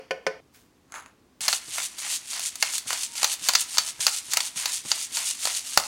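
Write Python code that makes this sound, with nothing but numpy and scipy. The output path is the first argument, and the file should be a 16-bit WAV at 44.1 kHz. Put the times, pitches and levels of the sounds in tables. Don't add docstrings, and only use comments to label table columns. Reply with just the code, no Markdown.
import sys
import numpy as np
from scipy import signal
from scipy.fft import rfft, irfft, next_fast_len
from scipy.io import wavfile
from scipy.ndimage import uniform_filter1d, map_coordinates

SR = 44100
rng = np.random.default_rng(int(sys.argv[2]) if len(sys.argv) > 2 else 0)


def master_out(mix):
    frames = np.transpose(np.atleast_2d(mix))
    ceiling = np.clip(frames, -1, 1)
    pcm = np.round(ceiling * 32767).astype(np.int16)
    wavfile.write(sys.argv[1], SR, pcm)


N = 258867


def amp(db):
    return 10 ** (np.asarray(db) / 20)


def unit(x):
    return x / np.sqrt(np.mean(x ** 2) + 1e-20)


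def along(points, hz):
    freqs, values = np.transpose(points)
    return np.interp(np.log(hz + 1), np.log(freqs + 1), values)


def envelope(points):
    times, db = np.transpose(points)
    return amp(np.interp(np.arange(N) / SR, times, db, left=-120, right=-120))


def add(track, at_s, sound):
    start = round(at_s * SR)
    part = sound[max(-start, 0):max(N - start, 0)]
    track[max(start, 0):][:len(part)] += part


def colour(x, spectrum, size=4096):
    gain = amp(along(spectrum, np.fft.rfftfreq(size, 1 / SR)))
    cepstrum = irfft(np.log(gain))
    cepstrum[1:size // 2] *= 2
    cepstrum[size // 2 + 1:] = 0
    response = irfft(np.exp(rfft(cepstrum)))
    return signal.fftconvolve(x, response / np.linalg.norm(response))[:len(x)]


def burst(t60_s, size=8192):
    puff = rng.standard_normal(size) * amp(-60 * np.arange(size) / SR / t60_s)
    return puff / np.linalg.norm(puff)


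def grains(per_s, spread_db, t60_s, bed):
    sizes = amp(spread_db * np.clip(rng.standard_normal(N), -2, 2))
    snaps = (rng.random(N) < per_s / SR) * sizes ** 2
    power = signal.lfilter([1], [1, -amp(-120 / (t60_s * SR))], snaps)
    return unit(rng.standard_normal(N) * np.sqrt(power / power.mean() + bed))


# (frequency [Hz], level [dB])
HUSH_SPECTRUM = [(15, -28), (25, -17), (70, -1.5), (157, -4.5), (270, 0), (624, -13), (1190, -14),
                 (1290, -18.5), (6740, -25), (16000, -35)]


def room_hush():
    return amp(-61.5) * unit(colour(rng.standard_normal(N), HUSH_SPECTRUM))


# (frequency [Hz], t60 [s])
KITCHEN_DECAY = [(200, 0.39), (1000, 0.42), (4000, 0.34), (9000, 0.2), (15000, 0.3)]


def kitchen(x, wet_db):
    out, block = np.zeros(N), SR // 8
    for start in range(0, N, block):
        hz, t, noise = signal.stft(rng.standard_normal(SR // 2), SR, nperseg=256)
        decay = amp(-60 * t / along(KITCHEN_DECAY, hz)[:, None])
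        onset = 1 - np.exp(-t / 0.00035)
        _, tail = signal.istft(noise * decay * onset, SR, nperseg=256)
        add(out, start / SR, signal.fftconvolve(x[start:start + block], tail / np.linalg.norm(tail)))
    return amp(wet_db) * out


# (time [s], level [dB])
RIM_KNOCKS = [(-.055, -14), (0.108, -21.5), (0.2656, -17.5)]
# (frequency [Hz], level [dB], t60 [s])
JAR_MODES = [(175, -21.5, 0.12), (388, -14, 0.076), (435.6, -4, 0.15), (533, 1.5, 0.12), (657, -3, 0.037),
             (714, -11, 0.14), (1023, -13.5, 0.08), (1493, -2.5, 0.068), (1767, -3.5, 0.048),
             (2160, -1, 0.028), (2440, -7, 0.051), (2780, -6, 0.03)]
# (frequency [Hz], level [dB])
CLACK_SPECTRUM = [(150, -37.5), (450, -4), (1100, -7.5), (2400, -6.5), (3200, -10), (3900, -25),
                  (4400, -10.5), (5900, -16), (8000, -31), (9500, -26), (11000, -36), (16000, -47)]


def spoon_knocks(cutoff_s=0.405):
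    out, t = np.zeros(N), np.arange(SR // 2) / SR
    for at_s, db in RIM_KNOCKS:
        ring = np.zeros(len(t))
        for hz, mode_db, t60_s in JAR_MODES:
            decay = amp(mode_db + rng.normal(0, 1) - 60 * t / t60_s)
            ring += decay * np.sin(2 * np.pi * hz * t + rng.uniform(0, 2 * np.pi))
        ring *= 1 - np.exp(-t / 0.0031)
        contact = burst(t60_s=0.04, size=len(t)) + 0.087 * burst(t60_s=0.47, size=len(t))
        clack = amp(22) * colour(contact, CLACK_SPECTRUM) * (1 - np.exp(-t / 0.00069))
        add(out, at_s, amp(db) * (ring + clack))
    return (out + kitchen(out, wet_db=-12)) * (np.arange(N) / SR < cutoff_s)


# (time [s], level [dB])
SALT_FLOW = [(.52, -82), (.545, -54), (.57, -55.5), (.62, -62.5), (.72, -79), (.8, -81)]
# (frequency [Hz], level [dB])
SALT_SPECTRUM = [(300, -28), (900, -6), (1600, -1.5), (3500, -5.5), (7500, -4.5), (11000, -9), (16000, -8)]


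def salt():
    patter = grains(per_s=2500, spread_db=3.5, t60_s=0.0025, bed=0.2)
    return envelope(SALT_FLOW) * colour(patter, SALT_SPECTRUM)


# (time [s], level [dB])
SCRAPE_CONTOUR = [(.87, -75), (.915, -61), (.937, -54), (.943, -40.5), (.975, -40), (1.01, -49),
                  (1.05, -59), (1.09, -59), (1.14, -80)]
SCRAPE_CATCHES = [(0.921, -21.5), (0.94, -24), (0.95, -27), (0.958, -26), (1.06, -30)]
# (frequency [Hz], level [dB])
SCRAPE_SPECTRUM = [(250, -21), (600, -7.5), (1200, 2.5), (2400, -7.5), (3400, -15), (4100, -14),
                   (5900, -18), (6400, -4.5), (8000, -14.5), (9400, -24), (10300, -9.5), (11500, -26),
                   (16000, -31)]
BODY_SPECTRUM = [(40, -33), (250, -20.5), (450, -11), (700, 1.5), (990, 4.5), (1180, 1), (1400, 7.5),
                 (1600, 1), (2150, 2), (3000, -3.5), (6000, -22.5)]


def scrape():
    slips = envelope(SCRAPE_CONTOUR) * grains(per_s=290, spread_db=2.5, t60_s=0.0034, bed=0.86)
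    for at_s, db in SCRAPE_CATCHES:
        catch = burst(t60_s=0.0015) + 0.55 * burst(t60_s=0.065)
        add(slips, at_s + 0.00113, amp(db + 6.5) * catch)
    return amp(1) * colour(slips, SCRAPE_SPECTRUM) + kitchen(colour(slips, BODY_SPECTRUM), wet_db=-10)


# (bite time [s], lead-in [s], length [s], bite grit [dB], squeeze grit [dB], crush [dB])
MILL_STROKES = [(1.403, .02, 0.16, -30, -28, -37), (1.754, 0.11, 0.1, -31.5, -28, -32.5),
                (1.99, 0.025, 0.17, -31, -27.5, -35), (2.312, 0.068, 0.17, -32.5, -28.5, -37),
                (2.623, .06, 0.15, -33, -26.5, -37), (2.881, .02, .17, -30, -29, -37),
                (3.173, .06, 0.16, -31.5, -28.5, -34.5), (3.442, 0.044, 0.18, -30.5, -28, -39.5),
                (3.752, 0.12, .14, -31, -31.5, -40), (4.008, 0.0099, 0.18, -25, -31, -46),
                (4.324, 0.083, 0.15, -31, -31.5, -37.5), (4.57, 0.019, 0.21, -29, -28.5, -35.5),
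                (4.896, 0.062, .15, -29.5, -30.5, -40), (5.161, 0.056, 0.15, -27.5, -25.5, -38.5),
                (5.449, 0.13, 0.14, -28, -27, -36), (5.737, 0.18, 0.22, -31.5, -34, -49)]


def stroke_gains(onset_s=1.407):
    squeeze_s, release_s, fade_s = 0.021, 0.037, 0.044
    slack_db, rest_db = -47, -66
    coarse, fine = np.zeros((2, N))
    for bite_s, lead_s, length_s, bite_db, squeeze_db, crush_db in MILL_STROKES:
        start_s, end_s = bite_s - lead_s, bite_s + length_s
        eased_db = (bite_db + squeeze_db) / 2 - 5
        grit = envelope([
            (start_s - fade_s, rest_db), (start_s, slack_db), (bite_s, bite_db),
            (bite_s + 0.51 * length_s, eased_db), (end_s - squeeze_s, squeeze_db), (end_s, squeeze_db),
            (end_s + release_s, slack_db), (end_s + release_s + fade_s, rest_db)])
        pieces = envelope([
            (start_s, rest_db), (bite_s, bite_db - 14), (bite_s + 0.36 * length_s, crush_db),
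            (end_s, crush_db - 17.5), (end_s + release_s, rest_db)])
        coarse, fine = np.maximum(coarse, pieces), np.maximum(fine, grit)
    loose_crumbs = amp([[-54], [-49.5]])
    return np.hypot([coarse, fine], loose_crumbs) * (np.arange(N) / SR > onset_s)


def chips(per_stroke=3, body_db=-24, bright_db=-14):
    rows = []
    for bite_s, lead_s, length_s, *_ in MILL_STROKES:
        for place, strength in rng.random((per_stroke, 2)):
            at_s = bite_s - lead_s / 2 + place * (length_s + lead_s / 2)
            rows.append((at_s, -26 + 6 * strength, body_db, bright_db))
    return rows


def clumps(depth_db=1, knots_per_s=41):
    wander = map_coordinates(rng.standard_normal(4096), [np.arange(N) * knots_per_s / SR])
    return unit(amp(depth_db * wander))


# (frequency [Hz], level [dB])
CRUSH_SPECTRUM = [(150, -61), (400, -19), (680, -2), (980, -1), (1200, 0), (1500, 0.5), (2200, 5.5),
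                  (3000, 2.5), (4500, -1), (5500, 0), (8000, -1.5), (16000, -49.5)]
GRIT_SPECTRUM = [(300, -47), (1500, -20), (2300, -11.5), (2900, -5.5), (3700, -5.5), (4600, -6),
                 (5500, -3.5), (7000, -2.5), (9200, -1), (10500, -7), (13000, -17.5), (16000, -29)]
DUST_SPECTRUM = [(3000, -29), (6500, 7), (9000, -12.5), (10500, -2.5), (12000, -4.5), (14000, -12.5),
                 (16000, -14.5)]


def grinding():
    coarse, fine = stroke_gains() * clumps()
    shared = grains(per_s=180, spread_db=2, t60_s=0.051, bed=0.022)
    crush = unit(grains(per_s=600, spread_db=2, t60_s=0.012, bed=0.093) + 0.57 * shared)
    grit = unit(grains(per_s=900, spread_db=3.5, t60_s=0.0015, bed=0.4) + 0.87 * shared)
    pressure = fine / (fine + amp(-34))
    dust = amp(-13.5) * pressure * colour(grit, DUST_SPECTRUM)
    crushing = amp(1.5) * coarse * colour(crush, CRUSH_SPECTRUM)
    return crushing + fine * (amp(-0.5) * colour(grit, GRIT_SPECTRUM) + dust)


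# (frequency [Hz], bandwidth [Hz], level [dB])
BARREL_MODES = [(987, 26, -3), (1407, 29, -13), (2130, 14, -4.5), (2720, 370, -18), (3610, 43, -4.5),
                (4450, 370, -6.5), (6110, 98, -9.5), (6690, 62, -10)]


def barrel(x, size=4096):
    t, response = np.arange(size) / SR, np.zeros(size)
    for hz, width_hz, db in BARREL_MODES:
        decay = 2 * np.pi * width_hz / SR * np.exp(-np.pi * width_hz * t)
        response += amp(db) * decay * np.cos(2 * np.pi * hz * t)
    response[0] += 1
    return signal.fftconvolve(x, response / np.linalg.norm(response))[:N]


# (time [s], level [dB])
SHAFT_BUMPS = [(1.406, -42), (1.677, -37), (2.854, -33), (3.411, -38), (3.987, -34.5), (4.28, -39),
               (4.557, -36.5), (4.847, -30.5), (5.11, -38.5)]


def shaft_bumps():
    spectrum = [(40, -36), (90, -10), (170, -6.5), (300, -11), (600, -17.5), (1500, -17), (5000, -45)]
    out = np.zeros(N)
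    for at_s, db in SHAFT_BUMPS:
        add(out, at_s + 0.0034, amp(db + 14) * burst(t60_s=0.1))
    return colour(out, spectrum)


# (time [s], level [dB], relative body [dB], relative brightness [dB])
CORN_CRACKS = [(1.48, -4.5, -22.5, -14.5), (1.4854, -11, -11, -11.5), (1.5276, -12, -17.5, -12),
               (1.5327, -13, -19, -16), (1.7818, -16, -14, -9), (2.145, -28, -39, -5),
               (2.394, -19.5, -21.5, -5.5), (2.555, -24.5, -22, -4), (2.6247, -4.5, -12, -13),
               (2.7801, -16, -43, -5.5), (2.9049, -19.5, -6, -8), (2.9288, -15, -15.5, -8),
               (3.032, -17.5, -42, -8), (3.2295, -9, -16, -9), (3.2432, -3.5, -20, -13.5),
               (3.3382, -22, -23, -3), (3.486, -1.5, -20.5, -13), (3.4907, -9, -14.5, -12.5),
               (3.535, -13, -18, -10), (3.55, -4.5, -27, -15), (3.5528, -0.5, -27, -22),
               (3.6067, -23.5, -41, 4.5), (3.7712, -14.5, -18.5, -15), (3.7815, 0.5, -25.5, -18.5),
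               (4.0661, -1, -22, -13), (4.0791, -15, -10.5, -10), (4.334, -8.5, -17, -8),
               (4.37, -6.5, -13, -8), (4.4039, -9.5, -24, -14), (4.5584, -32, -20, -16),
               (4.6561, -7.5, -22, -14.5), (4.9156, -5, -23.5, -22), (5.1695, -12.5, -15, -12),
               (5.4531, -12.5, -13.5, -8), (5.472, -14, -15.5, -13), (5.548, -20, -32, -9),
               (5.7737, -2, -13.5, -8), (5.7983, -16, -21, -8)]
# (frequency [Hz], level [dB])
SHELL_SPECTRUM = [(100, -41.5), (500, -26.5), (1500, -11.5), (2800, -5), (3100, -7), (3700, -4),
                  (4600, 1.5), (5200, -3.5), (6200, -3), (7300, -7), (9000, -11.5), (12000, -38),
                  (16000, -16.5)]
SPLINTER_SPECTRUM = [(3000, -52), (6000, -5), (7500, 3.5), (9000, 2), (10400, 2), (11500, -4.5),
                     (16000, -11.5)]


def cracks():
    shell, body, splinters = np.zeros((3, N))
    for at_s, db, body_db, bright_db in CORN_CRACKS + chips():
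        snap = burst(t60_s=0.0076) + 0.5 * burst(t60_s=0.083)
        for delay_s in rng.uniform(0.001, 0.003, size=2):
            half = np.pad(burst(t60_s=0.018), (round(delay_s * SR), 0))
            snap += 0.46 * half[:len(snap)]
        kick = 0.55 * signal.unit_impulse(len(snap), 20) + 0.77 * snap
        add(shell, at_s + 0.000993, amp(db + 9.5) * snap)
        add(body, at_s + 0.000955, amp(db + body_db + 22.5) * kick)
        add(splinters, at_s + 0.0011, amp(db + bright_db + 16.5) * snap)
    return (colour(shell, SHELL_SPECTRUM) + colour(body, BODY_SPECTRUM)
            + colour(splinters, SPLINTER_SPECTRUM))


# (time [s], level [dB])
SQUEAK_CONTOUR = [(3.06, -78), (3.08, -62), (3.16, -53.5), (3.2, -72)]


def shaft_squeak(pitch_hz=931):
    drift = unit(uniform_filter1d(rng.standard_normal(N), SR // 100))
    phase = 2 * np.pi * np.cumsum(pitch_hz * (1 + 0.0065 * drift)) / SR
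    return envelope(SQUEAK_CONTOUR) * unit(np.sin(phase))


def overload_thump(at_s=5.7745, push_db=-20.5, rise_s=0.00023):
    spectrum = [(40, -12), (170, -3.5), (300, -14), (480, -1), (800, -14), (3000, -37)]
    out, age = np.zeros(N), np.arange(SR // 20) / SR / rise_s
    add(out, at_s, amp(push_db) * age * np.exp(1 - age))
    add(out, at_s + 0.002, amp(push_db + 13) * colour(burst(t60_s=0.026), spectrum))
    return out


def scene():
    mill = barrel(grinding() + cracks()) + shaft_bumps() + overload_thump() + shaft_squeak()
    return (spoon_knocks() + salt() + scrape() + mill + kitchen(mill, wet_db=-12) + room_hush())[None]


def record(dry, top_hz=16000):
    size = next_fast_len(N + SR // 2)
    spectrum = rfft(np.clip(dry, -1, 1), size)
    return irfft(spectrum * (np.fft.rfftfreq(size, 1 / SR) < top_hz), size)[:, :N]


dry = scene()
out = record(dry)
master_out(out)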